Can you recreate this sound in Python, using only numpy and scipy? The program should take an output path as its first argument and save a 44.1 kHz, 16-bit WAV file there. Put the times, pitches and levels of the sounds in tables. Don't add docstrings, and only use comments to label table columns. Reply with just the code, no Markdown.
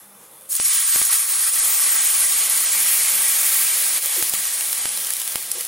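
import sys
import numpy as np
from scipy import signal
from scipy.io import wavfile
from scipy.ndimage import uniform_filter1d

SR = 44100
rng = np.random.default_rng(int(sys.argv[2]) if len(sys.argv) > 2 else 0)


def linear_from_db(decibels):
    return 10 ** (np.asarray(decibels, float) / 20)


def generate_wav(sig):
    pcm = np.round(np.clip(np.atleast_2d(sig).T, -1, 1) * 32767).astype(np.int16)
    wavfile.write(sys.argv[1], SR, pcm)


N = 250047
POUR_START_S = 0.49
CONTROL_STEP = 128
HOP, FIRST_FRAME, BAND_BINS = 928, 300, 32

# start_s, height (signed, 0-1 of full scale)
SPIKES = [
    (.5999, -.7),
    (.9603, .75),
    (1.0163, .6),
    (4.2260, .6),
    (4.3383, .55),
    (4.8560, .65),
    (5.3573, .8),
]


def sizzle():
    # pitch_hz, level_db (per Hz)
    sizzle_colour = [(150, -26), (250, -30.5), (860, -14.5), (938, -18.5), (1140, -15.5), (1420, -12),
                     (1950, -11), (5630, -4.5), (9830, 1.5), (16000, -2)]
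    # pitch_hz, width_hz, lift_db
    pan_modes = [(537, 9.2, 8.5), (868, 36, 5), (1410, 44, -5.5), (2660, 110, -3), (1133, 14, 8),
                 (1153, 25, 8.5), (1310, 14.6, 5.5), (1587, 46, 5.5), (1920, 65, 6.5), (3140, 490, 1.5),
                 (4046, 26, 0.5), (5080, 390, 0)]
    # start_s, lift_db
    air_lift = [
        (.5, 3),
        (1.5, 4),
        (2.4, 5.5),
        (3.0, 6.5),
        (3.6, 5),
        (4.1, 3.5),
        (5.6, 2),
    ]
    s = np.arange(0, N, CONTROL_STEP) / SR
    t = np.arange(N) / SR
    boil_db, ring_db, crackle_db, hiss_db = swells_db(s)
    swells = np.array([boil_db + 46.0, ring_db + 42.5, crackle_db + 28, hiss_db + 23.5])
    anchors = np.log([810, 1050, 2660, 10500])
    cracks = grains(per_s=5000.0, spread_db=3.5, clump_db=3.5)
    steam = rng.standard_normal((2, N)) + 0.4 * fizz(per_s=1500.0, cycles=50.0)
    surge = drift(21.0)

    def mixture(k, hz):
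        share = np.clip(np.interp(np.log(hz), anchors, [0.3, 0.35, 0.55, 0.75]), 0, 1)
        return np.sqrt(1 - share ** 2) * steam[k % 2] + share * cracks

    out = np.zeros(N)
    for hz, band in bands(mixture):
        shares = [np.interp(np.log(hz), anchors, row) for row in np.eye(4)]
        level_db = np.interp(t, s, shares @ swells) + at_hz(sizzle_colour, hz)
        out += linear_from_db(level_db + 0.37 * surge + 0.6 * drift(4.2)) * band
    air_gain = linear_from_db(np.interp(t, *np.transpose(air_lift)))
    out += (air_gain - 1) * resonance(out, 2290, 384)
    empty_gain = linear_from_db(5 * np.exp(-t / 1.5))
    out += (empty_gain - 1) * resonance(out, 1220, 140)
    out += sum((linear_from_db(lift_db) - 1) * resonance(out, hz, width_hz) for hz, width_hz, lift_db in pan_modes)
    out = signal.sosfilt(signal.butter(4, 190, "high", fs=SR, output="sos"), out)
    return linear_from_db(-14) * out * (t > POUR_START_S)


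def swells_db(s):
    # start_s, level_db (of the hiss)
    vigour = [(0.49, -39), (0.51, -28), (0.59, -29.5), (0.66, -24), (0.85, -24.5), (0.95, -20.5),
              (1.04, -25), (1.32, -25), (1.7, -23), (2.09, -23.5), (2.55, -24.5), (2.91, -23.5),
              (3.24, -24), (3.45, -23.5), (3.95, -26), (4.37, -28.5), (5.03, -31.5), (5.67, -37.5)]
    # start_s, half_s, hiss_change_db, extra_db (deeper layers)
    stream_wavers = [(0.523, .02, 1.5, 1), (0.565, .01, 2.5, -1), (.58, 0.0064, -2, 9),
                     (0.824, 0.012, -1, 5.5), (1.023, .02, 0.5, 2), (0.612, 0.011, 3.5, 2),
                     (0.655, 0.0069, 4, 1), (0.746, 0.047, 1.5, 4), (1.097, .02, 0, 2),
                     (1.136, 0.016, 3, 3.5), (1.263, 0.02, -3.5, -1), (1.514, 0.01, -5, -2.5),
                     (1.85, 0.064, 0, 1), (2.237, 0.037, 1.5, -1), (2.274, .015, -2, 0.5),
                     (2.486, 0.0078, -6.5, 11.5), (3.674, 0.041, 0, -1), (3.978, 0.013, 1, 5.5),
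                     (4.006, .015, -6.5, -3), (4.2, .05, 0.5, 0), (4.31, 0.013, -3, -2),
                     (4.346, 0.0088, 0.5, 3), (5.075, .025, 0, 1), (5.493, .012, -1, 0),
                     (5.53, 0.012, 1, -10), (5.61, 0.03, 3, 0)]
    at_s, half_s, change_db, extra_db = np.transpose(stream_wavers)
    hiss_db = np.interp(s, *np.transpose(vigour)) + bumps(s, at_s, half_s, change_db)
    extra = bumps(s, at_s, half_s, extra_db)
    since = np.maximum(s - POUR_START_S, 0)

    def deeper(below_db, late_db, wetting_s, filling_db_per_s, waver_share):
        wetting_db = late_db * np.exp(-since / wetting_s)
        return hiss_db + below_db + wetting_db + filling_db_per_s * since + waver_share * extra

    crackle_db = deeper(-7, -16, 0.049, 1.53, 0.73)
    ring_db = deeper(-18, -15.5, 0.24, 0, 0.61)
    boil_db = deeper(-24.5, -23, 0.32, 1.49, 1)
    return boil_db, ring_db, crackle_db, hiss_db


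def grains(per_s, spread_db, clump_db):
    sizes = linear_from_db(spread_db * np.minimum(rng.exponential(1, N), 5)) * rng.choice([-1, 1], N)
    born = rng.random(N) < per_s * linear_from_db(clump_db * drift(60.0)) / SR
    return rms_one(sizes * born)


def fizz(per_s, cycles):
    clicks = grains(per_s, spread_db=4.0, clump_db=2.0)
    dealt = rng.integers(0, 24, N)
    out = np.zeros(N)
    for k, hz in enumerate(np.geomspace(900, 7000, 24)):
        ringing = resonance(clicks * (dealt == k) + 1e-18, hz, 3.7 * hz / cycles)
        out += ringing * (cycles / hz) ** 0.5
    return rms_one(out)


def spits():
    # start_s, level_db (peak)
    small_drops = [(0.41, -30), (0.421, -34), (0.437, -38), (0.456, -35), (0.491, -33), (0.5037, -29),
                   (0.529, -8), (0.5525, -5.5), (0.5652, -5.5), (1.027, -4), (1.0517, -2), (2.4982, -4),
                   (4.0257, -14), (4.0594, -6.5), (4.226, -8), (4.2957, -5), (4.337, -7), (4.454, -7.5),
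                   (4.814, -14), (4.89, -10), (5.1365, -9), (5.167, -7.5), (4.7795, -8), (4.575, -14),
                   (5.1998, -10), (5.5157, -2), (5.584, -15)]
    # start_s, level_db (peak), body_db (against the snap)
    fat_drops = [(1.109, -15, -9), (1.131, -3, -24), (4.6087, -19, 4), (4.7287, -6.5, -9),
                 (4.8565, -12, -11), (4.9742, -8, -13), (5.0474, -17, -6), (5.0696, -14, -5),
                 (5.1045, -8, -11), (5.2167, -14, -4), (5.2769, -10.5, -9), (5.322, -22.5, 3),
                 (5.3576, -7, -20), (5.426, -17, -8), (5.6088, -10.5, -9.5), (5.6502, -11.5, -21)]
    small_body_db = -29.5
    drops = [(s, peak_db, small_body_db) for s, peak_db in small_drops] + fat_drops
    out = np.zeros(N)
    t = np.arange(1500) / SR
    draws = rng.standard_normal((len(drops), len(t)))
    draws[:, 0] = 1.6 * np.sign(draws[:, 0])
    for (s, peak_db, body_db), noise in zip(drops, draws):
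        burst = noise * (np.exp(-t / 0.0012) + 0.25 * np.exp(-t / 0.005))
        snap = resonance(burst, 10460, 7100) + linear_from_db(body_db + 5.5) * resonance(burst, 3060, 5700)
        at = round(s * SR)
        out[at:at + len(t)] += (linear_from_db(peak_db - 4) * snap)[:N - at]
    return out


def plops():
    # start_s, level_db (peak), pitch_hz
    lump_knocks = [(4.034, -27, 530), (4.057, -23.5, 544), (4.164, -20.5, 493), (4.177, -20, 368),
                    (4.194, -22, 357), (4.19, -28, 490), (4.209, -23, 500), (4.321, -21, 730),
                    (5.552, -25, 506), (5.566, -34, 487), (5.58, -23, 492), (5.603, -26, 495),
                    (4.054, -32, 373),
        (4.248, -33, 355),
        (4.274, -40, 366),
        (5.554, -33, 361),
        (5.568, -29, 373),
    ]
    out = np.zeros(N)
    t = np.arange(3000) / SR
    for s, peak_db, hz in lump_knocks:
        swell = (1 - np.exp(-t / 0.004)) * np.exp(-t * hz / 2.9)
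        tone = np.sin(2 * np.pi * hz * t * (0.991 + 0.2 * t))
        at = round(s * SR)
        out[at:at + len(t)] += (linear_from_db(peak_db - 3.5) * swell * tone)[:N - at]
    return out


def ticks():
    since = np.arange(N) / SR - POUR_START_S
    bursts = grains(per_s=110, spread_db=1.0, clump_db=5.0)
    fine = resonance(bursts + 1e-18, 5600, 6000)
    return linear_from_db(-52 + 1.5 * since) * rms_one(fine) * (since > 0)


def kitchen():
    # pitch_hz, level_db (per Hz)
    room_colour = [(24, -46), (40, -20), (199, -3.5), (382, -7), (444, 0.5), (751, -5.5), (1180, -1),
                   (1520, -8), (4930, -13.5), (11300, -5.5), (16000, -12.5)]
    # pitch_hz, width_hz, level_db
    motor_lines = [(361, 25, -69), (520.5, 20, -63), (810, 8.7, -64), (2420, 100, -69), (3530, 84, -65)]
    # start_s (centre), half_s, level_db (peak)
    burner_puffs = [(.03, 0.044, -64), (0.163, .06, -68), (.45, .05, -77), (.9, .08, -81),
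                    (1.403, 0.061, -76), (1.746, 0.097, -67), (1.997, 0.054, -63), (2.508, .05, -74),
                    (2.78, 0.13, -64.5), (3.167, 0.06, -62), (3.546, 0.08, -60), (4.327, 0.077, -64),
                    (4.9, 0.11, -68), (5.38, .08, -77)]
    s = np.arange(0, N, CONTROL_STEP) / SR
    t = np.arange(N) / SR
    ducked = 1 - np.exp(-np.maximum(s - POUR_START_S, 0) / 0.11)
    back = 0.5 + 0.5 * np.tanh((s - 1.8) / 0.32)
    room_db = -2 - 10 * ducked * (1 - back) + 2 * back
    white = rng.standard_normal((2, N)) + 0.4 * grains(per_s=900.0, spread_db=4.0, clump_db=3.0)
    air = np.zeros(N)
    for hz, band in bands(lambda k, hz: white[k % 2]):
        air += linear_from_db(at_hz(room_colour, hz) + 1.2 * drift(6.0)) * band
    lines = sum(linear_from_db(level_db) * narrow(white[0], hz, width_hz) for hz, width_hz, level_db in motor_lines)
    room = linear_from_db(-45 - 1.5) * rms_one(air) + lines
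    at_s, half_s, peak_db = np.transpose(burner_puffs)
    puffs = linear_from_db(-83) + bumps(s, at_s, half_s, linear_from_db(peak_db))
    drone = np.interp(t, s, puffs) * linear_from_db(3.0) * narrow(white[1], 200.1, 6.1)
    return linear_from_db(np.interp(t, s, room_db) + drift(4.6)) * room + drone


def rms_one(x):
    return x / np.sqrt(np.mean(x ** 2) + 1e-20)


def at_hz(points, hz):
    points = np.array(points)
    return np.interp(np.log(hz), np.log(points[:, 0]), points[:, 1])


def bumps(t, s, half_s, height):
    return np.exp(-0.5 * ((t[:, None] - s) / half_s) ** 2) @ height


def drift(rate_hz):
    step, settle = 32, 1000
    r = np.exp(-2 * np.pi * rate_hz * step / SR)
    noise = rng.standard_normal(N // step + settle + 2)
    slow = signal.lfilter([1], [1, -2 * r, r * r], noise)[settle:]
    return np.interp(np.arange(N) / step, np.arange(len(slow)), rms_one(slow))


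def resonance(x, hz, width_hz):
    r = np.exp(-np.pi * width_hz / SR)
    poles = [1, -2 * r * np.cos(2 * np.pi * hz / SR), r * r]
    return signal.lfilter([(1 - r * r) / 2, 0, (r * r - 1) / 2], poles, x)


def narrow(x, hz, width_hz):
    return rms_one(resonance(resonance(x, hz, width_hz), hz, width_hz))


def bands(source):
    edges = 40 * 2 ** (np.arange(27) / 3)
    for k, (low, high) in enumerate(zip(edges, edges[1:])):
        hz = np.sqrt(low * high)
        band_pass = signal.butter(2, [low, high], "band", fs=SR, output="sos")
        yield hz, signal.sosfilt(band_pass, source(k, hz))


def scene():
    mono = sizzle() + spits() + plops() + ticks() + kitchen()
    return np.array([mono, mono])


def overload(x):
    n = np.arange(N)
    jumps = sum(height * np.exp(-0.5 * ((n - s * SR) / 1.26) ** 2) for s, height in SPIKES)
    rumble = signal.sosfilt(signal.butter(3, [12, 40], "band", fs=SR, output="sos"), x ** 2)
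    return x + jumps + 0.03 * rumble


def lapped(x, alter):
    window = signal.windows.kaiser_bessel_derived(2 * HOP, 4 * np.pi)
    phase = np.outer(np.arange(2 * HOP) + 0.5 + HOP / 2, np.arange(HOP) + 0.5)
    basis = np.cos(np.pi / HOP * phase) * window[:, None]
    lead = 2 * HOP - FIRST_FRAME
    padded = np.pad(x, (lead, 3 * HOP))
    starts = np.arange(len(padded) // HOP - 1) * HOP
    spectra = padded[starts[:, None] + np.arange(2 * HOP)] @ basis
    change = alter(spectra, (starts + HOP - lead) / SR) @ basis.T * 2 / HOP
    out = np.zeros(len(padded))
    out[:len(starts) * HOP] += change[:, :HOP].ravel()
    out[HOP:(len(starts) + 1) * HOP] += change[:, HOP:].ravel()
    return x + out[lead:lead + N]


def starve(spectra, mid_s):
    hz = np.arange(HOP) * SR / 2 / HOP
    around = np.sqrt(uniform_filter1d(spectra ** 2, size=40, axis=1))
    from_spikes_s = abs(mid_s[:, None] - np.array(SPIKES)[:, 0])
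    calm = np.all(from_spikes_s > HOP / SR, axis=1)[:, None]
    weak = abs(spectra) < 0.75 * around
    return -spectra * calm * weak * ((hz > 1300) & (hz < 8000))


def flip_bands(spectra, mid_s):
    # start_s, end_s, lowest_hz, share (of flipped bands, 0-1)
    flip_spans = [(.505, .68, 9000, .55), (.68, 2.91, 9600, .42), (2.99, 3.41, 9600, .4),
                  (3.64, 3.77, 9600, .45), (3.82, 3.98, 9600, .35), (4.08, 4.17, 9600, .45),
                  (4.36, 4.66, 9600, .3), (4.78, 4.96, 9600, .45), (5.52, 5.61, 9600, .25),
                  (1.09, 1.11, 6700, .9), (1.2, 1.22, 7400, .6)]
    dice = rng.random((len(mid_s), HOP // BAND_BINS))
    held = rng.random(dice.shape) < 0.25
    dice[1:] = np.where(held[1:], dice[:-1], dice[1:])
    low_hz = np.arange(dice.shape[1]) * BAND_BINS * SR / 2 / HOP
    dice = dice - 0.17 * np.clip(low_hz / 3000 - 3.2, 0, 1)
    dice = dice - 0.08 * rng.standard_normal((len(mid_s), 1))
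    flipped = np.zeros(dice.shape, bool)
    for start_s, end_s, lowest_hz, share in flip_spans:
        inside = ((mid_s >= start_s) & (mid_s < end_s))[:, None]
        flipped |= inside & (low_hz >= lowest_hz) & (dice < share)
    return -2 * spectra * np.repeat(flipped, BAND_BINS, axis=1)


def low_pass(x):
    return signal.sosfilt(signal.butter(12, 16850, fs=SR, output="sos"), x)


def record(dry):
    mono = dry[0] + (linear_from_db(6.5) - 1) * resonance(dry[0], 10330, 1740)
    mono = 0.9 * np.tanh(overload(mono) / 0.9)
    mono = signal.sosfilt(signal.ellip(10, 0.3, 60, 15800, fs=SR, output="sos"), mono)
    left = lapped(mono, starve)
    right = lapped(left, flip_bands)
    return low_pass(np.array([left, right]))


dry = scene()
out = record(dry)
generate_wav(out)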